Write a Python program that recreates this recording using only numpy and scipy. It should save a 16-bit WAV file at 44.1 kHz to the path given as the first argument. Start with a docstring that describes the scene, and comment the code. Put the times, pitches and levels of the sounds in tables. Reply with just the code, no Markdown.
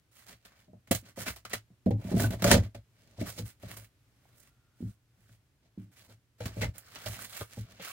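"""A faint hum and soft rubs over card come first; then hands tear and cut the tape of a box on a table.
Stick-slip friction of tape, blade and fingers makes dense clicks, a card-edge rasp and shaken walls.
Bumps excite the decaying modes of the hollow box and table; fibres and glue spots snap in short rings.
A small quiet room adds a short diffuse tail, and a thin tone fades in and out in a quiet stretch."""
import sys
import numpy as np
from scipy import signal
from scipy.fft import rfft, irfft
from scipy.io import wavfile
from scipy.ndimage import uniform_filter1d

SR = 44100
rng = np.random.default_rng(int(sys.argv[2]) if len(sys.argv) > 2 else 0)


def generate_wav(sig):
    """Save sig (samples, or channels by samples) to the path in sys.argv[1] as 16-bit PCM at SR."""
    pcm = np.round(np.clip(np.atleast_2d(sig).T, -1, 1) * 32767).astype(np.int16)
    wavfile.write(sys.argv[1], SR, pcm)


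N = 349254
T = np.arange(N) / SR  # s
HZ = np.maximum(np.arange(N // 2 + 1) * SR / N, 1)  # spectrum bins


def undb(db):
    """Decibel law: amplitude gain of a level in dB."""
    return 10 ** (np.asarray(db) / 20)


def level(x, db):
    """Root-mean-square normalisation: scale to an rms level in dB."""
    return x * undb(db) / np.sqrt(np.mean(x ** 2))


def colour(x, points, scale=0.81):
    """Spectral shaping: scaled (pitch_hz, level_db) points are joined on a log-frequency axis."""
    hz, db = np.transpose(points)
    gain_db = scale * np.interp(np.log(HZ), np.log(hz), db)
    return irfft(rfft(x) * undb(gain_db), N)


def walk(rate):
    """Slow random modulation: levels drawn at a rate in Hz and joined by slews, spread near 1."""
    hold = int(SR / rate)
    steps = np.repeat(rng.standard_normal(N // hold + 1), hold)
    return 1.3 * uniform_filter1d(steps, hold)[:N]


def paths(size, alike):
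    """Partial coherence: noise from a wide surface reaches the two ports only partly alike."""
    shared = rng.standard_normal(size)
    return alike * shared + np.sqrt(1 - alike ** 2) * rng.standard_normal((2, size))


def ring(gains, modes, t):
    """Modal superposition: a sum of decaying sines, the lows taking longer to build up."""
    hz, db, t60 = modes[:, :, None]
    build_up_cycles = np.where(hz < 150, 2.5, .6)
    swell = 1 - np.exp(-t * hz / build_up_cycles)
    decay = 1000. ** (-t / t60)
    sines = np.sin(2 * np.pi * hz * t)
    return np.sum(gains[:, None] * undb(db) * swell * decay * sines, axis=0)


HUM_HZ, HUM_DB = 118.4, -77.5  # rms before it wavers
AIR_DB = -69  # rms
# Spectrum of the room air: pitch_hz, level_db (relative, before the scale in colour)
AIR_SPECTRUM = [(18, -63.5), (40, -13.5), (118, -2.5), (179, -22), (280, -21), (461, -30.5), (889, -37),
                (1500, -36.5), (16000, -51.5)]


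def quiet_room():
    """Background noise: air noise, coherent between ports in the bass, and a wavering tonal hum."""
    mid, side = (colour(rng.standard_normal(N), AIR_SPECTRUM) for _ in range(2))
    side = colour(side, [(200, -17.0), (2000, -1.0)])
    left_right = mid + side * np.array([[1], [-1]])
    air = level(left_right * undb(1.1 * walk(4.5)), AIR_DB)
    hum = level(np.sin(2 * np.pi * HUM_HZ * T), HUM_DB)
    return air + hum * undb(2.0 * walk(8.5))


TONE_HZ, TONE_WIDTH_HZ, TONE_DB = 1400, 65, -84  # rms before the fades
TONE_START_S, TONE_END_S = 4.22, 4.98


def thin_tone():
    """Resonant filtering: a narrow band of noise is heard as a thin tone that fades in and out."""
    peak = signal.iirpeak(TONE_HZ, TONE_HZ / TONE_WIDTH_HZ, fs=SR)
    band = signal.lfilter(*peak, rng.standard_normal(N))
    fade = np.clip(20 * np.minimum(T - TONE_START_S, TONE_END_S - T), 0, 1)
    return level(band, TONE_DB) * fade


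ROOM_T60_S, ROOM_DB = 0.11, -5.5


def room(x):
    """Diffuse reverberation: each port gets its own decaying noise tail, mostly above the bass."""
    t = T[:SR // 4]
    tail = rng.standard_normal((2, len(t))) * 1000. ** (-t / ROOM_T60_S)
    tail = tail * (t > .0008)  # the reflections follow the direct sound
    tail = signal.sosfilt(signal.butter(1, 500, "high", fs=SR, output="sos"), tail)
    tail = tail / np.sqrt(np.sum(tail ** 2, axis=1, keepdims=True))
    return undb(ROOM_DB) * signal.fftconvolve(x[None], tail, axes=1)[:, :N]


# Snapping fibres and glue spots: start_s, level_db (peak of the ring, without the tick), pitch_hz, t60_s
SNAPS = [(0.9495, -24, 7100, 0.006), (1.272, -31, 1600, 0.012), (1.285, -32, 1720, 0.0052),
         (1.5345, -24, 1884, 0.017), (2.198, -24, 1700, 0.011), (2.241, -26.5, 1510, 0.036),
         (2.5155, -5, 7460, 0.0027), (2.516, -13.5, 1923, 0.035), (3.213, -36, 2230, 0.015),
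         (4.254, -55, 751, 0.017), (4.476, -61, 1406, 0.016), (5.294, -55, 1700, 0.02),
         (6.622, -29, 1980, 0.026), (6.633, -25.5, 2070, 0.023)]


def snaps():
    """Sudden release: the card gives way in a tick and rings roughly and briefly around it."""
    out, t = np.zeros((2, N + SR)), T[:SR // 16]
    for start_s, db, hz, t60 in SNAPS:
        give = paths(len(t), 0.83) * np.exp(-t / (0.12 * t60))
        card = 1000. ** (-t / t60) * np.sin(2 * np.pi * hz * t)
        sound = signal.fftconvolve(give, card[None], axes=1)[:, :len(t)]
        tick = 0.19 * paths(len(t), 0.9) * np.exp(-t / 0.0005)
        sound = sound / np.abs(sound).max() + tick
        start = int(start_s * SR)
        out[:, start:start + len(t)] += undb(db) * sound
    return out[:, :N]


# Modes of box and table, air and table below 400 Hz, card panels above:
# pitch_hz (nominal), level_db (relative), t60_s (for bumps; rubbing shortens it)
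BODY = [(47.4, -11, 0.3), (61, -2.5, 0.3), (88.2, -7.5, 0.27), (107.53, 3, 0.29), (140, -13.5, 0.13),
        (193, -4.5, 0.11), (239, 1, 0.065), (296.6, -7, 0.067), (442, -8.5, 0.068), (505, -5.5, 0.045),
        (583, -1.5, 0.045), (647, -1.5, 0.045), (796, -8.5, 0.044), ]


def box_modes():
    """Modal description: a fresh copy of the pitches, levels and decays of the box and table."""
    return np.array(BODY, dtype=float).T


CRACK_DB, CRACK_PER_PANEL = -24.5, 1  # a blow that rings the panels also cracks
# Bumps of the box: start_s, thud_db (peak before the stop), panel_db (ring peak above the thud, before
# the stop), stop_s (time after the start at which the ring drops), pitch_hz (centre of the thud)
BUMPS = [(0.68, -46.5, -5.5, 0.044, 190), (0.732, -42.5, 0, 0.061, 189.3), (0.91, -10, -3.5, 0.019, 200),
         (0.946, -26, -12, 0.021, 167.5), (1.027, -44.5, -14, 0.091, 170), (1.174, -33, 4, 0.059, 190),
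         (1.265, -33, -13, 0.027, 195), (1.535, -32, 5.5, 0.022, 169), (1.703, -46.5, -16, 0.048, 197),
         (1.862, -11, -9.5, 0.035, 199), (1.907, -16, -3, 0.099, 174.6), (2.049, -24.5, -27, 0.17, 181),
         (2.115, -19, -6.5, 0.16, 180.6), (2.142, -10.5, -17, 0.041, 193), (2.168, -17.5, -5, 0.23, 177),
         (2.199, -19.5, -13, 0.099, 180), (2.236, -18.5, -19, 0.091, 118.5), (2.304, -25, -15, 0.26, 162),
         (2.422, -20.5, -18, 0.16, 183.7), (2.446, -13.5, 1, 0.19, 206.8), (2.514, -9, -0.5, 0.18, 152.2),
         (2.539, -11, -2, 0.11, 106), (2.747, -39, 1.5, 0.056, 139), (3.184, -25.5, -12.5, 0.048, 100),
         (3.213, -19.5, -7, 0.026, 300), (3.385, -28, -7, 0.096, 105), (3.397, -26.5, -24, 0.068, 160),
         (3.633, -31, -4, 0.042, 133), (4.805, -30, -25, 0.075, 240), (4.826, -25, -32.5, 0.084, 146),
         (5.179, -58, -12, 0.05, 140.8), (5.293, -48, -20.5, 0.15, 85.3), (5.776, -29, -37, 0.14, 196),
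         (6.092, -49, -5, 0.094, 121), (6.404, -29, 2, 0.045, 106), (6.457, -17.5, -20, 0.014, 100),
         (6.568, -23.5, -7, 0.1, 109), (6.616, -24.5, 1, 0.11, 116), (6.638, -32, 2, 0.017, 109),
         (6.649, -22.5, -24.5, 0.055, 62.7), (7.059, -28, 1.5, 0.093, 100), (7.41, -25, -3.5, 0.019, 105),
         (7.572, -26.5, -10, 0.08, 104.6), (7.797, -39.5, 2, 0.026, 201)]


def bumps():
    """Modal impact: a blow favours low modes near its centre, crunches the panels and cracks the card."""
    out, t = np.zeros((2, N + SR)), T[:SR // 4]
    for start_s, thud_db, panel_db, stop_s, centre_hz in BUMPS:
        modes = box_modes()
        count = modes.shape[1]
        low, deep = modes[0] < 400, modes[0] < 125
        # hands and open flaps retune the panels from blow to blow
        modes[0] *= 1 + np.where(low, .012, .04) * rng.standard_normal(count)
        chance = undb(np.where(low, 1.5, 2.2) * rng.standard_normal(count))
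        chance = chance * np.where(low, 1, rng.choice([-1, 1], count))
        near = undb(-9 * np.abs(np.log2(modes[0] / centre_hz)))
        # soft blows hardly reach the highest panel modes
        chance = chance * undb(0.7 * min(panel_db, 0) * (modes[0] > 750))

        # the hand keeps rocking the walls for a moment; the deepest modes only feel the blow
        hand = uniform_filter1d(rng.standard_normal(len(t)), SR // 600)
        rocking = (t == 0) + 0.035 * hand * np.exp(-t / 0.048)
        thud = signal.fftconvolve(rocking, ring(chance * near * (low & ~deep), modes, t))[:len(t)]
        thud = thud + ring(chance * near * deep, modes, t)

        # the card gives way over some ms, so the panels are driven by a rough burst
        crunch = paths(len(t), 0.84) * (np.exp(-t / 0.0033) + 0.3 * np.exp(-t / 0.022))
        panel_ring = ring(chance * ~low, modes, t)
        panel = signal.fftconvolve(crunch, panel_ring[None], axes=1)[:, :len(t)]

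        crack_decay = np.exp(-t / 0.00058) + 0.052 * np.exp(-t / 0.039)
        crack = np.diff(paths(len(t) + 1, 0.88)) * crack_decay
        crack_db = CRACK_DB + CRACK_PER_PANEL * panel_db

        sound = thud / np.abs(thud).max() + undb(panel_db) * panel / np.abs(panel).max()
        sound = sound + undb(crack_db) * crack
        # the ring dies suddenly to a faint rest
        stopped = 0.027 + 0.54 / (1 + np.exp((t - stop_s) / 0.0019))
        fade_out = np.minimum(1, 20 * (t[-1] - t))
        start = int(start_s * SR)
        out[:, start:start + len(t)] += undb(thud_db) * sound * stopped * fade_out
    return out[:, :N]


TEAR_DB_PER_S = 799.5
# Tape and card letting go: start_s, level_db (peak force), top_db (treble above 7500 Hz, relative)
TEARS = [(0.45, -56, -0.5), (0.873, -56, -3.5), (0.911, -25, 4.5), (0.948, -37.5, 6.5), (1.262, -42.5, -15),
         (1.361, -46, -2.5), (1.451, -45, -5), (1.497, -56.5, 12), (1.532, -33.5, 2), (1.861, -51.5, -22),
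         (1.909, -48.5, -20), (2.116, -48.5, -7), (2.197, -39, 6), (2.307, -46.5, -1), (2.422, -35, 0),
         (2.442, -27, 0), (2.507, -28.5, -8), (2.514, -20.5, -5), (2.747, -49, -5), (3.211, -57, 8),
         (3.377, -52.5, -11.5), (3.767, -52.5, 5), (6.405, -49.5, -10), (6.456, -43.5, -1),
         (6.619, -55, 11), (6.78, -59.5, 29.5), (6.956, -50.5, -6), (7.059, -35.5, -4), (7.407, -46, -5),
         (7.797, -53, -17)]


def tears():
    """Sudden failure: the force peaks at once, then decays exponentially."""
    for start_s, db, top_db in TEARS:
        now = slice(int(start_s * SR), int(start_s * SR) + SR // 8)
        yield now, undb(db - TEAR_DB_PER_S * (T[now] - start_s)), top_db


SWELL_DB, SWELL_SHARE, RELEASE_DB_PER_S = 14, 0.41, 498  # share of the rub's duration
# Tape, blade and fingers dragged over the card: start_s, end_s, level_db (held force),
# top_db (treble above 7500 Hz, relative)
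RUBS = [(0.113, 0.229, -66, 3.5), (0.259, 0.332, -58.5, -1), (0.384, 0.645, -72.5, -5),
        (1.032, 1.094, -61, -6), (1.16, 1.232, -48, -3), (1.259, 1.291, -40.5, 1.5),
        (1.501, 1.539, -51, -11), (1.97, 2.173, -58, -2.5), (2.164, 2.256, -41.5, 1),
        (2.315, 2.341, -49.5, -1.5), (2.385, 2.41, -56.5, -2), (2.436, 2.533, -35.5, -5.5),
        (2.5, 2.572, -41, -13.5), (2.614, 2.663, -62.5, -7), (2.92, 3.157, -73, -4),
        (3.166, 3.265, -54.5, -7), (3.254, 3.293, -46.5, 4), (3.321, 3.376, -60.5, 1),
        (3.375, 3.4, -54.5, 0), (3.439, 3.495, -61.5, 5), (3.598, 3.696, -60.5, -1),
        (3.688, 3.737, -54, 0.5), (3.738, 3.837, -63.5, 2.5), (4.16, 4.486, -75, 2), (4.742, 4.916, -73, 1),
        (5.146, 5.35, -76.5, 1), (5.606, 5.677, -83, -13), (5.755, 5.838, -75, -3),
        (5.914, 6.059, -67.5, 2), (6.078, 6.122, -66, -3.5), (6.382, 6.498, -56, -3.5),
        (6.519, 6.64, -57.5, -2.5), (6.61, 6.627, -38.5, -5.5), (6.736, 6.777, -60, -4),
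        (6.784, 6.965, -63.5, 0.5), (6.913, 7.066, -59, 2.5), (7.014, 7.254, -51.5, 1),
        (7.284, 7.417, -51, 5), (7.472, 7.616, -61, 0), (7.624, 7.794, -64, -7.5), (7.795, 7.933, -49, 1.5)]


def rubs():
    """Sliding contact: the force of a rub swells, holds, then lets go."""
    for start_s, end_s, db, top_db in RUBS:
        now = slice(int(start_s * SR), int(end_s * SR) + SR // 8)
        swell = np.maximum(1 - (T[now] - start_s) / (SWELL_SHARE * (end_s - start_s)), 0)
        release_s = np.maximum(T[now] - end_s, 0)
        yield now, undb(db - SWELL_DB * swell - RELEASE_DB_PER_S * release_s), top_db


def pressure():
    """Superposed contact forces: forces add, and the brightness is their force-weighted mean in dB."""
    force, top = np.full(N, 1e-6), np.zeros(N)
    for strokes in (tears(), rubs()):
        for now, push, top_db in strokes:
            force[now] += push
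            top[now] += push * top_db
    force, bright = uniform_filter1d(np.array([force, undb(top / force)]), SR // 350)  # set in within 3 ms
    fade = np.exp(-1 / (0.013 * SR))
    lingering = signal.lfilter([1 - fade], [1, -fade], force)
    return np.maximum(force, 0.42 * lingering), bright  # strokes let go more slowly


# How the strokes bear on the box: start_s, push_db (on the walls), rasp_db (of the card edge), both relative
GRIP = [(0, -2, -6), (1.1, -5.5, -3), (1.9, -9, -3.5), (2.0, 12, -9), (2.4, 10.5, -3), (2.5, 2, -7),
        (6.4, 2, -3), (6.9, -4, -1.5), (7.75, -4, -2), (7.84, -14.5, 1.5)]


def grip():
    """Contact coupling: slowly changing gains of the push on the walls and of the card-edge rasp."""
    start_s, push_db, rasp_db = np.transpose(GRIP)
    return undb(np.interp(T, start_s, push_db)), undb(np.interp(T, start_s, rasp_db))


def patchy(x):
    """Independent band modulation: each octave swells alone as the contact moves over the fibres."""
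    out, rest = 0, x
    for hz in 800 * 2 ** np.arange(5):
        band = signal.sosfilt(signal.butter(1, hz, fs=SR, output="sos"), rest)
        out = out + band * undb(2.4 * walk(16))
        rest = rest - band
    return out + rest


# Spectrum of the scraped card: pitch_hz, level_db (relative, before the scale in colour)
SCRAPE_SPECTRUM = [(240, -20), (400, -11.5), (636, -8.5), (964, -9), (1900, -2), (2510, -7), (4800, -8.5),
                   (9470, -18.5), (12500, -23), (16000, -18)]


def slipping(bright):
    """Stick-slip friction: dense clicks of uneven size in uneven bursts hiss directly."""
    sizes = undb(4.5 * np.minimum(rng.exponential(size=N), 3.5))
    clicks = (rng.random(N) < 1200 / SR) * sizes  # 1200 per s on average
    slips = level(clicks * paths(N, 0.61), 0) + 1.1 * paths(N, 0.6)
    slips = patchy(colour(slips, SCRAPE_SPECTRUM)) * undb(2.0 * walk(110))
    top = signal.sosfiltfilt(signal.butter(3, 7500, "high", fs=SR, output="sos"), slips)
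    return level(slips - top, 1.8) + bright * level(top, 0.077)


CATCHES_PER_S = 350  # on average, in each band
RASP_WIDTH, RASP_WANDER = 0.42, 0.08  # shares of the pitch
# Bands of the ringing card edge: pitch_hz (centre of the wander), level_db (relative, before it wavers)
RASP_BANDS = [(750, -5.5), (1400, -2), (2080, -0.5), (2850, -4), (4100, -1.5), (5900, -7)]


def rasp():
    """Impulsive excitation: fibres catch and ring the card edge a few cycles in wandering bands."""
    out = 0
    for hz, db in RASP_BANDS:
        phase = 2 * np.pi * np.cumsum(hz * (1 + RASP_WANDER * walk(9))) / SR
        sizes = undb(5.2 * np.minimum(rng.exponential(size=N), 3))
        catches = (rng.random(N) < CATCHES_PER_S / SR) * sizes
        grains = level(catches * paths(N, 0.93), 0) + 0.53 * paths(N, 0.9)
        span = int(SR / (RASP_WIDTH * hz))
        flutter = uniform_filter1d(uniform_filter1d(grains, span), span // 2)
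        out = out + level(flutter, db) * np.sin(phase) * undb(2.2 * walk(25))
    return level(out, 0)


def shaken_walls(force, bright, push):
    """Forced modal response: random shoves of the strokes drive the modes of the box walls."""
    shoves_per_s = 900
    shoves = (rng.random(N) < shoves_per_s / SR) * rng.standard_normal(N)
    # dull strokes press harder and push the walls more
    shoves = shoves * force * bright ** -.9 * push
    modes = box_modes()
    gains = np.where(modes[0] < 400, 1, .7)
    modes[2] *= .6  # shorter decays than under a bump
    walls = ring(gains, modes, T[:SR // 4])
    walls = walls / np.sqrt(np.sum(walls ** 2) * shoves_per_s / SR)
    return undb(1.0) * signal.fftconvolve(shoves, walls)[:N]


def rubbing():
    """Friction-driven radiation: contact force scales the hiss and rasp, and shakes the box walls."""
    force, bright = pressure()
    push, rasp_gain = grip()
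    scrape = slipping(bright) + rasp_gain * rasp()
    return scrape * force + shaken_walls(force, bright, push)


LEFT_LAG, PORT_SHARE = 4, .5  # samples; half the port difference goes to each side
# Difference between the ports: pitch_hz, level_db (left minus right, before the scale in colour)
PORTS = [(60, -1), (110, 1), (300, -1.5), (700, 1.5), (1290, 0), (2380, 0), (4400, -0.5), (8120, -10),
         (15000, -11.5)]


def scene():
    """Interaural-type differences: the box is nearer the right port, whose treble is also stronger."""
    left, right = rubbing() + bumps() + snaps()
    direct = np.array([np.roll(left, LEFT_LAG), right])
    left, right = direct + room((left + right) / 2)
    box = np.array([colour(left, PORTS, PORT_SHARE * 0.81 / 0.81), colour(right, PORTS, -PORT_SHARE)])
    return box + quiet_room() + thin_tone()


TOP_HZ = 15800


def record(dry):
    """Band limiting and soft saturation: lose the deepest bass, round the loudest peaks, cut the top."""
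    dry = signal.sosfilt(signal.butter(2, 35, "high", fs=SR, output="sos"), dry)
    rounded = np.tanh(dry)
    return signal.sosfilt(signal.ellip(10, .2, 80, TOP_HZ, fs=SR, output="sos"), rounded)


dry = scene()
out = record(dry)
generate_wav(out)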